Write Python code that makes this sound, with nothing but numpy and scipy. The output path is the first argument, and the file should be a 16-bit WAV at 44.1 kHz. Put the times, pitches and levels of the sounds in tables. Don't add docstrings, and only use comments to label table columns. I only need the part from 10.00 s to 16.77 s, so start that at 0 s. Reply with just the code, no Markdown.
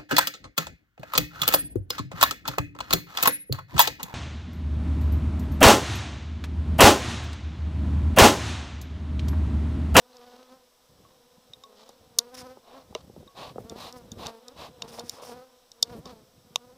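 import sys
import numpy as np
from scipy import signal
from scipy.fft import rfft, irfft, next_fast_len
from scipy.io import wavfile

SR = 44100
rng = np.random.default_rng(int(sys.argv[2]) if len(sys.argv) > 2 else 0)


def unload_audio(sound):
    columns = np.transpose(np.atleast_2d(sound))
    steps = np.round(np.clip(columns, -1, 1) * 32767)
    wavfile.write(sys.argv[1], SR, steps.astype(np.int16))


N = 298557
TIME = np.arange(N) / SR

# (frequency [Hz], relative level [dB])
WING_TONE = [(230, -5.5), (490, 0.5), (740, -8.5), (1000, -11), (1250, -13), (1600, -20.5), (2200, -27.5),
             (3600, -28), (5200, -27), (7000, -40.5), (10000, -39.5), (14500, -43.5)]
# (time [s], wingbeat [Hz], relative level [dB])
BEE_HOVERS = [
    [(0.0, 228, -90), (0.014, 232.3, -64.5), (0.08, 249.8, -64.5), (0.174, 250.0, -60.5),
     (0.188, 240.6, -58), (0.236, 245.7, -52), (0.484, 251, -59), (0.556, 262, -55.5), (0.62, 246.2, -65)],
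    [(2.2, 236.4, -52), (2.25, 237, -54), (2.308, 246.3, -54.5), (2.338, 259.6, -47.5), (2.436, 246.4, -48),
     (2.45, 259.4, -45.5), (2.482, 247.6, -51.5), (2.528, 256.5, -49), (2.56, 255.3, -61)],
]
# (time when nearest [s], time to fly the miss distance [s], relative level [dB],
# wingbeat coming [Hz], wingbeat nearest [Hz], wingbeat going [Hz])
BEE_PASSES = [(1.78, 0.12, -61.5, 220, 208, 236), (2.761, 0.073, -54.5, 232, 267, 254),
              (3.729, 0.069, -50.5, 222, 230, 247), (3.95, 0.051, -49.5, 232, 260, 231),
              (4.291, 0.061, -45.5, 237.1, 230, 224), (4.5, 0.039, -57, 243.4, 251, 300),
              (4.849, .035, -50.5, 240, 220, 244), (5.012, .065, -49, 225.5, 234, 240),
              (5.338, .08, -47.5, 248.7, 238, 258), (5.919, 0.043, -45, 229, 249, 222),
              (6.11, 0.054, -49, 257, 244, 216), (6.659, .12, -60, 249.2, 241, 276)]
# (start [s], crest [s], end [s], level [dB], tilt [dB/octave])
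WING_BRUSHES = [(2.341, 2.349, 2.361, -45, 5), (2.364, 2.388, 2.428, -44.5, 4.5),
                (3.965, 3.977, 3.992, -55, 9), (4.875, 4.886, 4.915, -51, 5), (4.915, 4.935, 5.025, -51, 7),
                (5.03, 5.11, 5.21, -53.5, 5), (5.217, 5.233, 5.345, -49.5, 7.5)]
# (frequency [Hz], relative level [dB])
WING_TICK_TONE = [(500, 1.5), (2000, -4.5), (3500, -7), (4500, -6.5), (5250, -1.5), (6500, -11.5),
                  (8000, -16.5), (9400, -14), (11500, -23), (15000, -26)]
# (frequency [Hz], relative level [dB])
HUM_TONE = [(240, -12), (500, -1), (750, -11), (1000, -10), (1400, -17.5), (2200, -28), (4000, -15.5)]
# (time [s], level [dB])
HUM_LEVEL = [(0, -63), (.8, -66.5), (1.2, -64), (1.9, -62.5), (3, -68.5), (4.5, -56.5), (5.6, -64),
             (6.4, -68), (6.77, -71)]

# (time [s], peak before the low cut [dB], colour [Hz], ring [factor])
TOOL_TAPS = [(.1686, -36.5, 5250, .6), (1.637, -40, 5340, 2), (1.8912, -39.5, 8270, 1.7),
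             (2.1868, -1, 10970, 0.48), (2.1888, 0, 4700, 0.82), (3.6966, -28, 5400, 0.95),
             (3.9256, -31.5, 5000, 0.56), (4.1176, -28, 7500, 1.64), (4.268, -21, 5300, 0.72),
             (4.4823, -31, 5886, 1), (4.822, -20, 3736, 0.93), (4.9946, -24.5, 6224, 2.1),
             (5.0954, -16.5, 7330, 0.61), (5.717, -32.5, 5200, 1), (5.8252, -29, 8010, 0.79),
             (5.8275, -1, 5600, 0.81), (5.8338, -22.5, 4900, 1.07), (6.0565, -32.5, 4570, 2.2),
             (6.5585, -16.5, 6740, 0.89)]
# (frequency [Hz], relative level [dB], base t60 [s])
STEEL_MODES = [(3165, -5.5, 0.0039), (3727, 1.5, 0.012), (3680, 6, 0.013), (4450, -2, 0.013),
               (5146, 4, 0.01), (5790, 2.5, 0.0067), (6960, 1.5, 0.0057), (8800, -7, 0.008),
               (11500, 0.5, 0.0046), (11700, -17, 0.0024), (13760, -0.5, 0.004), (14180, -18.5, 0.012)]
# (time [s], peak [dB], colour [Hz], ring [factor])
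BLADE_CLINKS = [(1.051, -47.5, 1300, 0.31), (1.535, -33.5, 3970, 0.71), (1.6373, -38, 2100, 0.49),
                (2.189, -12, 3600, .22), (3.2766, -43.5, 2080, 0.77), (6.057, -40, 1700, 0.34),
                (6.5588, -9, 3800, 0.19)]
# (frequency [Hz], relative level [dB], base t60 [s])
BLADE_MODES = [(1108, -5.5, 0.3), (3717, 2.5, 0.037), (3915, -2, 0.024), (5360, -2, 0.0057)]
# (time [s], peak [dB], colour [Hz], ring [factor])
BOX_KNOCKS = [(2.1865, -32, 1170, 1.1), (2.9503, -18.5, 1522, 0.91), (2.9512, -23.5, 450, 2.3),
              (4.262, -25.5, 1000, 0.44), (4.821, -23.5, 1489, 0.71), (4.987, -32, 700.4, 1.28),
              (5.8285, -29.5, 546, 0.45), (6.5585, -15.5, 1160, 0.4)]
# (frequency [Hz], relative level [dB], base t60 [s])
WOOD_MODES = [(378, -7.5, 0.016), (462, -4.5, 0.023), (630, -2, 0.016), (1023, -8, 0.024),
              (1250, -6.5, 0.0097), (2185, -7, 0.0081), (2870, 2, 0.014), (3860, 3.5, .012),
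              (4380, -15.5, 0.0088), (5650, 19, 0.0032)]

# (start [s], crest [s], end [s], level [dB], tilt [dB/octave])
BELLOWS_PUFFS = [(2.62, 2.75, 2.85, -50.5, -5.5), (3.345, 3.41, 3.535, -41, -2.9),
                 (3.745, 3.84, 3.925, -42, -0.6), (4.17, 4.26, 4.32, -40, -2), (4.555, 4.63, 4.70, -42, -2)]
# (frequency [Hz], relative level [dB])
NOZZLE_TONE = [(100, -23), (350, -15), (560, -4), (740, -1), (950, -4.5), (1130, -1), (1320, -13.5),
               (2000, -16.5), (2800, -11), (3300, -10.5), (3850, -6), (5600, -15.5), (7500, -23),
               (14000, -26)]

# (start [s], crest [s], end [s], level [dB])
BODY_MOVES = [(0.892, 0.993, 1.22, -61.5), (1.252, 1.52, 1.68, -67), (1.88, 2.127, 2.3, -67.5),
              (2.29, 2.51, 2.62, -60.5), (2.783, 3.098, 3.32, -53), (3.322, 3.507, 4.0, -50),
              (3.962, 4.189, 4.32, -46), (4.52, 4.578, 5.45, -55), (5.828, 5.966, 6.3, -50.5),
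              (6.297, 6.7, 6.9, -61.5)]
# (frequency [Hz], relative level [dB])
CLOTH_TONE = [(25, -22.5), (70, -1), (130, -1.5), (220, -2), (350, -9), (600, -12), (1200, -32),
              (3000, -40)]
# (time [s], peak [dB], colour [Hz])
SUIT_FLAPS = [(1.892, -39.5, 594.3), (2.571, -37.5, 505), (2.926, -41, 557), (3.097, -38, 297),
              (3.163, -35.5, 377), (3.227, -42, 314), (3.558, -29, 398), (3.582, -26, 515),
              (3.721, -28.5, 310), (3.758, -31, 283.8), (4.17, -40, 230), (5.035, -38.5, 282.8),
              (5.949, -33.5, 182), (6.06, -36, 350)]
# (frequency [Hz], relative level [dB], base t60 [s])
FOLD_MODES = [(112, -7, 0.054), (208, -8, 0.055), (373, -1, 0.014), (527, 0.5, 0.014), (780, -2, 0.017),
              (1160, -1.5, 0.0092)]

# (start [s], crest [s], end [s], level [dB], tilt [dB/octave])
RUSTLES = [(.08, .22, .55, -59.5, 2.5), (.94, 1.08, 1.2, -67.5, 0), (1.75, 1.81, 1.95, -58.5, 4),
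           (2.94, 2.97, 3.02, -53.5, 2), (4.79, 4.85, 4.92, -55, -2.5), (4.9, 4.98, 5.03, -47.5, -2.5),
           (5.12, 5.2, 5.35, -48, -4), (5.84, 5.91, 5.99, -61, 2), (6.051, 6.06, 6.13, -53.5, 3.5)]
# (frequency [Hz], relative level [dB])
RUSTLE_TONE = [(200, -19), (500, 7), (780, 6), (1100, 6), (1600, -7), (2400, -8.5), (3700, -2), (5200, -8),
               (7500, -20), (15000, -53)]
# (frequency [Hz], relative level [dB])
AIR_TONE = [(30, 4), (80, -1), (150, -9.5), (330, -3.5), (600, 3.5), (1100, -2.5), (1700, -7), (2500, -8.5),
            (3600, -3.5), (4400, -6.5), (5400, -0.5), (6800, -9.5), (10000, -11.5), (15000, -11)]


def near_bees(trim_db=-0.5, jitter=.015, flutter_db=2.5, swish_db=-14, follower_db=-11, echo_db=-10):
    hz, nearness = flight()
    hz = hz * (1 + jitter * drift(60))
    beat_phase = np.cumsum(hz) / SR % 1
    swish = rng.standard_normal(N) * np.exp(-beat_phase / 0.38)
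    buzz = wingbeat(hz, WING_TONE, harmonics=60) + amp(swish_db) * coloured(swish, WING_TONE, tilt_db=5.9)
    buzz += amp(follower_db) * wingbeat(hz * (1 + .04 * drift(8.2)), WING_TONE, harmonics=24)
    lag_s = .003 + 0.00056 * drift(3.84)
    buzz += amp(echo_db) * np.interp(TIME - lag_s, TIME, buzz)
    wing_pulses = grainy(0.7, 200) * (0.12 + np.exp(-beat_phase / 0.32))
    ticks = swells(WING_BRUSHES, wing_pulses, WING_TICK_TONE, taper=0.55)
    return buzz * nearness * amp(trim_db + flutter_db * drift(49)) + ticks


def flight(fade_db_per_s=231.5, falloff=1.25, bend_crossings=1.1):
    pitch, gain = [], []
    for visit in BEE_HOVERS:
        s, hz, db = np.transpose(visit)
        away_s = abs(TIME - np.clip(TIME, s[0], s[-1]))
        pitch.append(np.interp(TIME, s, hz))
        gain.append(amp(np.interp(TIME, s, db) - fade_db_per_s * away_s))
    for s, crossing_s, db, *hz in BEE_PASSES:
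        along = (TIME - s) / crossing_s
        pitch.append(np.interp(along, [-bend_crossings, 0, bend_crossings], hz))
        gain.append(amp(db) / (1 + along ** 2) ** falloff)
    power = np.square(gain)
    return np.average(pitch, axis=0, weights=power ** 2), np.sqrt(power.sum(0))


def wingbeat(hz, tone, harmonics):
    orders = np.arange(harmonics + 1)
    weights = amp(level_at(tone, orders * np.median(hz))) * (orders > 0)
    cycle = irfft(-weights, 4096) * 4096 / np.sqrt(2)
    phase = np.cumsum(hz) / SR % 1
    return np.interp(phase, np.linspace(0, 1, len(cycle) + 1), np.append(cycle, cycle[0]))


def colony(pitch_hz=250, spread=0.038, wander=0.033, swell_db=4, voices=9):
    hum = np.zeros(N)
    for offset in np.linspace(-1, 1, voices):
        hz = pitch_hz * (1 + spread * offset + wander * drift(5))
        hum += wingbeat(hz, HUM_TONE, harmonics=16) * amp(swell_db * drift(14))
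    return unit(hum) * amp(np.interp(TIME, *np.transpose(HUM_LEVEL)))


def tool_clicks(rebound_s=0.002, rebound_db=-10, spread=0.23, low_cut_hz=3000):
    delays = rebound_s * (1 + spread * rng.uniform(-1.1, 1, len(TOOL_TAPS)))
    rebounds = [(s + delay, db + rebound_db, *touch) for (s, db, *touch), delay in zip(TOOL_TAPS, delays)]
    clicks = hits(list(TOOL_TAPS) + rebounds, STEEL_MODES, focus_db=8.5, detune=0.031, crunch=0.6)
    return signal.sosfilt(signal.butter(4, low_cut_hz, "highpass", fs=SR, output="sos"), clicks)


def blade_clinks():
    return hits(BLADE_CLINKS, BLADE_MODES, focus_db=9.5, detune=.006, crunch=0.39)


def box_knocks():
    return hits(BOX_KNOCKS, WOOD_MODES, focus_db=4.0, detune=0.017, crunch=0.66)


def smoker():
    return swells(BELLOWS_PUFFS, grainy(1.2, 100), NOZZLE_TONE, taper=1.05)


def suit(sway_db=-77, fold_ring=2):
    lumps = grainy(depth_db=5.0, rate_hz=40)
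    sway = amp(sway_db) * coloured(lumps, CLOTH_TONE)
    rumble = swells([(*move, 0) for move in BODY_MOVES], lumps, CLOTH_TONE, taper=0.61)
    folds = [(*flap, fold_ring) for flap in SUIT_FLAPS]
    return sway + rumble + hits(folds, FOLD_MODES, focus_db=5.5, detune=0.094, crunch=0.33)


def rustles():
    return swells(RUSTLES, grainy(3.9, 150), RUSTLE_TONE, taper=0.51)


def garden_scatter(x, wet_db=-31, t60=0.063, predelay_s=.004):
    t = np.arange(SR // 3) / SR
    tail = decaying_noise(t, t60) * (t > predelay_s)
    return x + amp(wet_db) * signal.oaconvolve(x, tail / np.linalg.norm(tail))[:N]


def garden_air(level_db=-64):
    return amp(level_db) * coloured(rng.standard_normal(N), AIR_TONE)


def whine(pitch_hz=7870, waver_hz=15, level_db=-82):
    hz = pitch_hz + waver_hz * drift(37)
    return amp(level_db) * unit(np.sin(2 * np.pi * np.cumsum(hz) / SR))


def hits(rows, modes, focus_db, detune, crunch):
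    out = np.zeros(N)
    t = np.arange(SR // 4) / SR
    hz, mode_db, t60 = np.transpose(modes)[:, :, None]
    polarity = (-1) ** np.arange(len(hz))[:, None]
    for s, peak_db, colour_hz, ring in rows:
        weight = polarity * amp(mode_db - focus_db * np.log2(hz / colour_hz) ** 2)
        detuned_hz = hz * (1 + detune * rng.uniform(-1, 1, hz.shape))
        decay = np.exp(-np.log(1000) * t / (t60 * ring))
        sound = (weight * decay * np.sin(2 * np.pi * detuned_hz * t)).sum(0)
        grind = decaying_noise(t, np.median(t60) * ring)
        sound += crunch * signal.fftconvolve(sound, grind / np.linalg.norm(grind))[:len(t)]
        slot = out[round(s * SR):][:len(t)]
        slot += amp(peak_db) * sound[:len(slot)] / abs(sound).max()
    return out


def swells(rows, noise, tone, taper):
    out = np.zeros(N)
    for start, crest, end, db, tilt_db in rows:
        span = (TIME > start) & (TIME < end)
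        force = np.sin(np.interp(TIME[span], [start, crest, end], [0, np.pi / 2, np.pi]))
        out[span] += amp(db) * abs(force) ** taper * coloured(noise[span], tone, tilt_db)
    return out


def coloured(x, tone, tilt_db=0):
    size = next_fast_len(len(x))
    hz = np.fft.rfftfreq(size, 1 / SR)
    eq = amp(level_at(tone, hz) + tilt_db * np.log2(1 + hz / 500))
    return unit(irfft(rfft(x, size) * eq, size)[:len(x)])


def decaying_noise(t, t60):
    return rng.standard_normal(len(t)) * np.exp(-np.log(1000) * t / t60)


def grainy(depth_db, rate_hz):
    return rng.standard_normal(N) * amp(depth_db * drift(rate_hz))


def drift(rate_hz, control_hz=1000):
    hz = np.fft.rfftfreq(8192, 1 / control_hz)
    slow = irfft(rfft(rng.standard_normal(8192)) / (1 + (hz / rate_hz) ** 2) ** 2)
    return unit(np.interp(TIME, np.arange(len(slow)) / control_hz, slow))


def level_at(tone, hz):
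    points_hz, db = np.transpose(tone)
    return np.interp(np.log(hz + 1), np.log(points_hz), db)


def amp(db):
    return 10 ** (np.asarray(db) / 20)


def unit(x):
    return x / np.sqrt(np.mean(x ** 2) + 1e-20)


def scene(side_db=-32.0):
    close_sounds = smoker() + rustles() + tool_clicks() + blade_clinks() + box_knocks()
    bed = garden_air() + whine()
    mono = garden_scatter(close_sounds) + near_bees() + colony() + suit() + bed
    side = amp(side_db) * np.gradient(mono)
    return np.array([mono + side, mono - side])


def record(dry):
    low_pass = signal.firwin(255, 15500, window=("kaiser", 8), fs=SR)
    return signal.oaconvolve(np.clip(dry, -1, 1), low_pass[None], "same")


dry = scene()
out = record(dry)
unload_audio(out)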